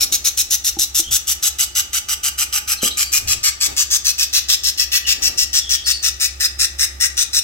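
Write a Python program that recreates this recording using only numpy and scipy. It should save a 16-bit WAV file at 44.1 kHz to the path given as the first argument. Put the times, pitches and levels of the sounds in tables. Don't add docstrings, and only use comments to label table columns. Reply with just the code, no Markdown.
import sys
import numpy as np
from scipy import signal
from scipy.fft import rfft, irfft, next_fast_len
from scipy.io import wavfile

SR = 44100
rng = np.random.default_rng(int(sys.argv[2]) if len(sys.argv) > 2 else 0)


def output_pcm(signal):
    pcm = np.clip(np.atleast_2d(signal).T, -1, 1) * 32767
    wavfile.write(sys.argv[1], SR, np.round(pcm).astype(np.int16))


N = 327663
TIME = np.arange(N) / SR
TOP_HZ = 15900


def undb(db):
    return 10 ** (np.asarray(db) / 20)


def unit(x):
    return x / np.sqrt(np.mean(x ** 2) + 1e-18)


def read(points, hz):
    table_hz, value = np.transpose(points)
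    return np.interp(np.log(hz + 1), np.log(table_hz), value)


def at(curve, s):
    return np.interp(s, *np.transpose(curve))


def peak(hz, centre_hz, width_hz):
    return 1 / (1 + ((hz - centre_hz) / width_hz) ** 2)


def noise(points, size):
    hz = np.fft.rfftfreq(size, 1 / SR)
    white = rng.standard_normal(size)
    return unit(irfft(rfft(white) * undb(read(points, hz)), size))


def walk(rate, size):
    steps = np.arange(size) / SR * rate
    return np.interp(steps, np.arange(2048), rng.standard_normal(2048))


def add(out, s, x):
    i = int(round(s * SR))
    x = x[..., max(-i, 0):max(N - i, 0)]
    start = max(i, 0)
    out[:, start:start + x.shape[-1]] += x


def chick(size=8192, early_s=.0045, lowest_hz=950):
    # start_s, middle_band_db
    cheeps = [(.005, -16), (0.12, -16.5), (.245, -16), (.371, -16.5), (.504, -16), (0.642, -17.5),
              (.785, -17), (0.943, -16), (1.108, -16), (1.268, -18.5), (1.423, -17), (1.583, -17.5),
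              (1.749, -17.5), (1.928, -20), (2.083, -20.5), (2.23, -19.5), (2.377, -19), (2.523, -19.5),
              (2.673, -19.5), (2.816, -18.5), (2.968, -18), (3.116, -16), (3.271, -16.5), (3.428, -15),
              (3.601, -16), (3.762, -15.5), (3.901, -15), (4.043, -16), (4.177, -17), (4.325, -16),
              (4.482, -15), (4.632, -17), (4.772, -17), (4.914, -17.5), (5.064, -16), (5.217, -15.5),
              (5.372, -15.5), (5.528, -15), (5.69, -16), (5.856, -16.5), (6.024, -17), (6.196, -17),
              (6.397, -17), (6.586, -16), (6.784, -16.5), (6.999, -16), (7.166, -16.5), (7.328, -16)]
    # time_s, length_s
    cheep_length = [(0, 0.045), (.65, 0.059), (.95, 0.07), (2.1, 0.064), (2.9, 0.074)]
    # time_s, share_of_way (0-1), left_lead_ms
    swing = [(2.9, 0.27, 0.024), (3.7, 0.52, .12), (5.2, 0.88, 0.12), (6.3, 1, 0.13)]
    hz = np.fft.rfftfreq(size, 1 / SR)
    shape = (2, 60)
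    walls = rng.exponential(size=shape), rng.choice([-1., 1.], shape), rng.standard_normal(shape)
    beak = 1 - np.exp(-(hz / lowest_hz) ** 5)
    swing_s, share, lead = np.transpose(swing)
    out = np.zeros((2, N))
    for (s, db), chance in zip(cheeps, rng.standard_normal((len(cheeps), 2))):
        length = at(cheep_length, s)
        beside = np.interp(s, swing_s, share)
        lead_ms = np.interp(s, swing_s, lead)
        voice = rfft(rasp(length + early_s, size)) * beak
        voice = voice * box_paths(s, lead_ms, walls, hz)
        colour = place_colour(s, hz) + throat(s, beside, chance, hz)
        voice = voice * undb(colour + microphone_shade(beside, hz))
        cheep = irfft(voice * undb(db + effort(voice, s, length, hz)))
        add(out, s - early_s, cheep[:, :SR // 7])
    return out


def rasp(length, size, flutter_hz=141, jitter=0.038, puff_s=0.0017, leak=0.2, scatter_db=-1.0,
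         grain_db=2.0, swell_s=0.011, sag_db=-2, release_s=0.011):
    t = np.arange(size) / SR
    puffs = np.zeros(size)
    start = 0
    for late, strength in rng.standard_normal((16, 2)):
        age = np.maximum(t - start, 0) / puff_s
        puffs += undb(scatter_db * strength) * age * np.exp(1 - age)
        start += (1 + jitter * late) / flutter_hz
    rise_s = swell_s * (length / .075) ** 2
    release = np.clip((length - t) / release_s, 0, 1)
    pressure = (1 - np.exp(-(t / rise_s) ** 2)) * release
    sag = undb(sag_db * np.minimum(t / length, 1))
    crackle = rng.standard_normal(size) * undb(grain_db * walk(2500, size))
    flow = puffs + 2 * leak * t / length
    return flow * pressure * sag * crackle


def throat(s, beside, chance, hz, upper_db=4, lower_db=6, width_hz=280, facing_db=4, scatter=0.036):
    # time_s, centre_hz
    upper_throat = [(2.8, 6250), (3, 7260), (3.76, 7200), (3.9, 6500), (4.1, 5540), (5.7, 5500),
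                    (6.5, 5100), (7.2, 5800)]
    # time_s, centre_hz
    lower_throat = [(.7, 4220), (1.1, 3350), (3.65, 2250), (4.04, 4040), (4.63, 3699), (4.8, 2270),
                    (5.85, 3430), (6.4, 1870), (7, 1870), (7.3, 4000)]
    centres_hz = np.array([at(upper_throat, s), at(lower_throat, s)])
    upper_hz, lower_hz = centres_hz * (1 + scatter * chance)
    upper = (upper_db + facing_db * beside) * peak(hz, upper_hz, width_hz)
    return upper + lower_db * peak(hz, lower_hz, width_hz)


def box_paths(s, lead_ms, walls, hz, echo_db=0, first_s=.0007, spread_s=.0025, drift=.07):
    flight, sign, creep = walls
    paths = np.zeros((2, 2 * len(hz) - 2))
    for side in range(2):
        stretch = np.exp(drift * creep[side] * (s - TIME[-1] / 2))
        delay = (first_s + spread_s * flight[side]) * stretch
        sample = np.clip(delay * SR, 0, len(hz) // 2).astype(int)
        np.add.at(paths[side], sample, sign[side])
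    bounces = rfft(paths) / np.sqrt(sign.shape[1]) * undb(echo_db)
    lag_s = np.array([[0], [lead_ms / 1000]])
    direct = np.exp(-2j * np.pi * hz * lag_s)
    return direct + bounces


def place_colour(s, hz, thin_db=-7.5):
    # hz, relative_db
    lid_narrow = [(1250, -19), (2100, -14), (3000, -6), (4000, -6), (4500, -15.5), (5700, -4.5),
                  (8100, -11), (8900, -10), (11900, 7), (13700, -3.5), (15500, 1)]
    # hz, relative_db
    under_arm = [(1250, -3.5), (2100, -6), (2500, -1), (4500, -6), (5900, -3), (7000, -8), (8100, 1.5),
                 (9200, -15.5), (11600, -3.5), (14000, -14.5), (15500, -12)]
    # hz, relative_db
    beside_box = [(1400, -20.5), (1930, -3.5), (2160, -16.5), (2600, -4.5), (4700, -5), (5550, -4),
                  (7400, -10), (9400, -18), (12000, -7), (15500, -14)]
    # hz, relative_db
    at_opening = [(1200, -21.5), (1900, -8), (2200, -11.5), (2750, -6), (3200, -14.5), (3650, -0.5),
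                  (4450, -10.5), (5250, -2), (5900, -2), (7200, -7), (8500, -4.5), (9600, -19.5),
                  (15500, -26)]
    place_s = [0.5, 2.5, 4.8, 6.6]
    colours = np.array([read(c, hz) for c in (lid_narrow, under_arm, beside_box, at_opening)])
    place = np.array([np.interp(s, place_s, row) for row in np.eye(len(place_s))])
    thinning = place[-1] * thin_db * peak(hz, 3100, 280)
    return place @ colours + thinning


def microphone_shade(beside, hz):
    # hz, left_minus_right_db
    shade_above = [(1200, -2), (4000, -2.5), (5400, 0), (7200, 2.5), (8200, 2.5), (11000, -4.5), (13500, 0)]
    # hz, left_minus_right_db
    shade_beside = [(1200, 4.5), (4000, -1), (5400, 5.5), (8400, 9), (11200, 0), (13400, 6)]
    shade = (1 - beside) * read(shade_above, hz) + beside * read(shade_beside, hz)
    return np.array([shade, -shade]) / 2


def effort(voice, s, length, hz, knees_hz=(3300, 5000, 8200, 10500)):
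    # time_s, relative_db
    low_band = [(.2, -9.5), (.9, -12), (1.93, -6.5), (2.85, -7), (3.95, -12), (4.4, -5), (4.7, -10.5),
                (4.97, -1), (5.25, -12), (5.8, -7.5)]
    # time_s, relative_db
    treble = [(3.12, -4), (3.35, -11), (4.3, -6.5), (4.75, -9.5), (4.91, -4.5), (5.1, -10), (5.7, -11.5),
              (6.2, -7.5), (7.3, -10)]
    size = 2 * len(hz) - 2
    levels = []
    for lo, hi in ((1100, 4500), (4500, 9000), (9500, TOP_HZ)):
        band = voice[:, (hz > lo) & (hz < hi)]
        power = np.sum(abs(band) ** 2) / (size * length * SR)
        levels.append(10 * np.log10(power))
    low, mid, top = levels
    return np.interp(hz, knees_hz, [at(low_band, s) - low, -mid, -mid, at(treble, s) - top])


def handling(thud_s=2.832, thud_db=-19):
    # start_s, level_db, contact_ms
    knocks = [(0.118, -30, 1.8), (0.769, -20, 0.37), (0.996, -22.5, 2.8)]
    # mode_hz, relative_db, t60_s
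    lid_modes = [(290, -14, .11), (328, 19.5, 0.098), (797, 13, 0.079)]
    # mode_hz, relative_db, t60_s
    box_modes = [(208, -12, 0.21), (256, 0, 0.25), (400, 2, 0.092), (511, 10, .09)]
    # start_s, length_s, rumble_db, rustle_db
    rubs = [(-.3, 0.67, -51, -41), (1.037, 0.17, -33, -42), (3.117, .36, -32.5, -41.5),
            (3.622, 0.16, -39, -33.5), (5.044, 0.5, -42, -38.5)]
    out = np.zeros((2, N))
    for s, db, contact_ms in knocks:
        add(out, s, undb(db) * strike(lid_modes, contact_ms, clatter_db=-16))
    add(out, thud_s, undb(thud_db) * strike(box_modes, .5, clatter_db=-2.5))
    rustle_colour = [(100, -12), (310, 4.5), (500, -2.0), (8000, -18.5)]
    for s, length, rumble_db, rustle_db in rubs:
        n = int(length * SR)
        rumble = noise([(35, -11.5), (80, -6), (700, -55)], SR)[:n]
        rustle = np.array([noise(rustle_colour, SR)[:n] for _ in range(2)])
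        flicker_db = 2 * walk(47.5, n)
        rub = undb(rumble_db) * rumble + undb(rustle_db + flicker_db) * rustle
        add(out, s, np.hanning(n) * rub)
    return out


def strike(modes, contact_ms, clatter_db, clatter_s=0.027):
    t = TIME[:SR // 3]
    ring = 0
    for hz, db, t60 in modes:
        dulling = 1 + (hz * contact_ms / 1000) ** 2
        ring = ring + undb(db) / dulling * np.sin(2 * np.pi * hz * t) * undb(-60 * t / t60)
    clatter = noise([(120, -59), (230, 15.5), (750, -8.5), (1600, -54)], len(t))
    clatter = clatter * np.exp(-t / clatter_s)
    return ring / np.max(abs(ring)) + undb(clatter_db) * clatter


def flock(waver=0.04, flicker_db=4.5, overtone_db=-15):
    # start_s, length_s, from_hz, to_hz, level_db
    chirps = [(1.022, 0.096, 3056, 3370, -34), (2.77, .03, 4300, 4270, -33),
              (2.799, 0.098, 3026, 3330, -27.5), (2.892, 0.042, 3970, 3980, -28),
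              (3.032, 0.061, 4640, 4630, -32), (5.041, 0.057, 2930, 2680, -28),
              (5.588, 0.11, 3540, 3270, -32.5), (5.734, 0.11, 3130, 3360, -33.5),
              (5.835, 0.083, 4530, 4700, -27.5), (5.912, 0.059, 4590, 4470, -24),
              (6.427, 0.04, 3700, 3670, -32)]
    out = np.zeros((2, N))
    for s, length, from_hz, to_hz, db in chirps:
        n = int(length * SR)
        pitch_hz = np.linspace(from_hz, to_hz, n) * (1 + waver * walk(723, n))
        phase = 2 * np.pi * np.cumsum(pitch_hz) / SR
        swell = signal.windows.tukey(n, .5) * undb(flicker_db * walk(245, n))
        whistle = np.sin(phase) + undb(overtone_db) * np.sin(2 * phase)
        add(out, s, undb(db) * unit(swell * whistle))
    return out


def room(x, build_s=0.0066):
    # centre_hz, level_db, t60_s
    room_bands = [(1140, -5, 0.55), (3620, -7.5, 0.37), (7500, -10.5, 0.33), (11200, -11.5, 0.19)]
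    t = TIME[:SR // 2]
    hz = np.fft.rfftfreq(len(t), 1 / SR)
    diffuse = rfft(rng.standard_normal((2, len(t))))
    centres = [row[0] for row in room_bands]
    tail = 0
    for weights, (_, db, t60) in zip(np.eye(len(room_bands)), room_bands):
        fade = undb(-60 * t / t60) * np.minimum(t / build_s, 1)
        band = irfft(diffuse * read(list(zip(centres, weights)), hz), len(t))
        tail = tail + undb(db) * band * fade / np.linalg.norm(fade)
    return signal.fftconvolve(x, tail, axes=1)[:, :N]


def background(wander_hz=0.32, shared_below_hz=350, floor_db=-42.5):
    # time_s, level_db
    hum_level = [(4.4, -41.5), (6.95, -34.5), (7.4, -41.5)]
    # tone_hz, relative_db
    hum_tones = [(68.2, -1.5), (63.3, -6.5), (352.5, -21), (551, -27)]
    # hz, relative_db
    floor_colour = [(40, -1.5), (85, -5), (160, -18.5), (340, -16), (500, -23.5), (3000, -27.5),
                    (15000, -35)]
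    tones = 0
    for hz, db in hum_tones:
        phase = 2 * np.pi * np.cumsum(hz + wander_hz * walk(2.51, N)) / SR
        tones = tones + undb(db) * np.sqrt(2) * np.sin(phase)
    hum = tones * undb(at(hum_level, TIME))
    side_filter = signal.butter(1, shared_below_hz, "high", fs=SR, output="sos")
    side = signal.sosfilt(side_filter, noise(floor_colour, N))
    air = undb(floor_db) * (noise(floor_colour, N) + np.array([side, -side]))
    air = signal.sosfilt(signal.butter(4, 36, "high", fs=SR, output="sos"), air)
    return (hum + air) * undb([[-.8], [.8]])


def scene(lid_room_db=-6, flock_direct_db=-3, flock_room_db=4):
    cheeps, lid, others = chick(), handling(), flock()
    echo = room(cheeps + undb(lid_room_db) * lid + undb(flock_room_db) * others)
    return cheeps + lid + undb(flock_direct_db) * others + echo + background()


def record(dry, widen=0.2):
    # hz, relative_db
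    microphone = [(390, -2.5), (480, -2), (720, 0), (840, 4), (1040, -9.5), (1190, 6), (1450, 0.5)]
    size = next_fast_len(N + SR)
    colour = undb(read(microphone, np.fft.rfftfreq(size, 1 / SR)))
    heard = irfft(rfft(dry, size) * colour, size)[:, :N]
    middle = signal.sosfilt(signal.butter(1, [400, 2400], "band", fs=SR, output="sos"), heard)
    wide = heard - widen * middle[::-1]
    top_cut = signal.ellip(10, .2, 80, TOP_HZ, fs=SR, output="sos")
    return signal.sosfilt(top_cut, np.clip(wide, -1, 1))


dry = scene()
out = record(dry)
output_pcm(out)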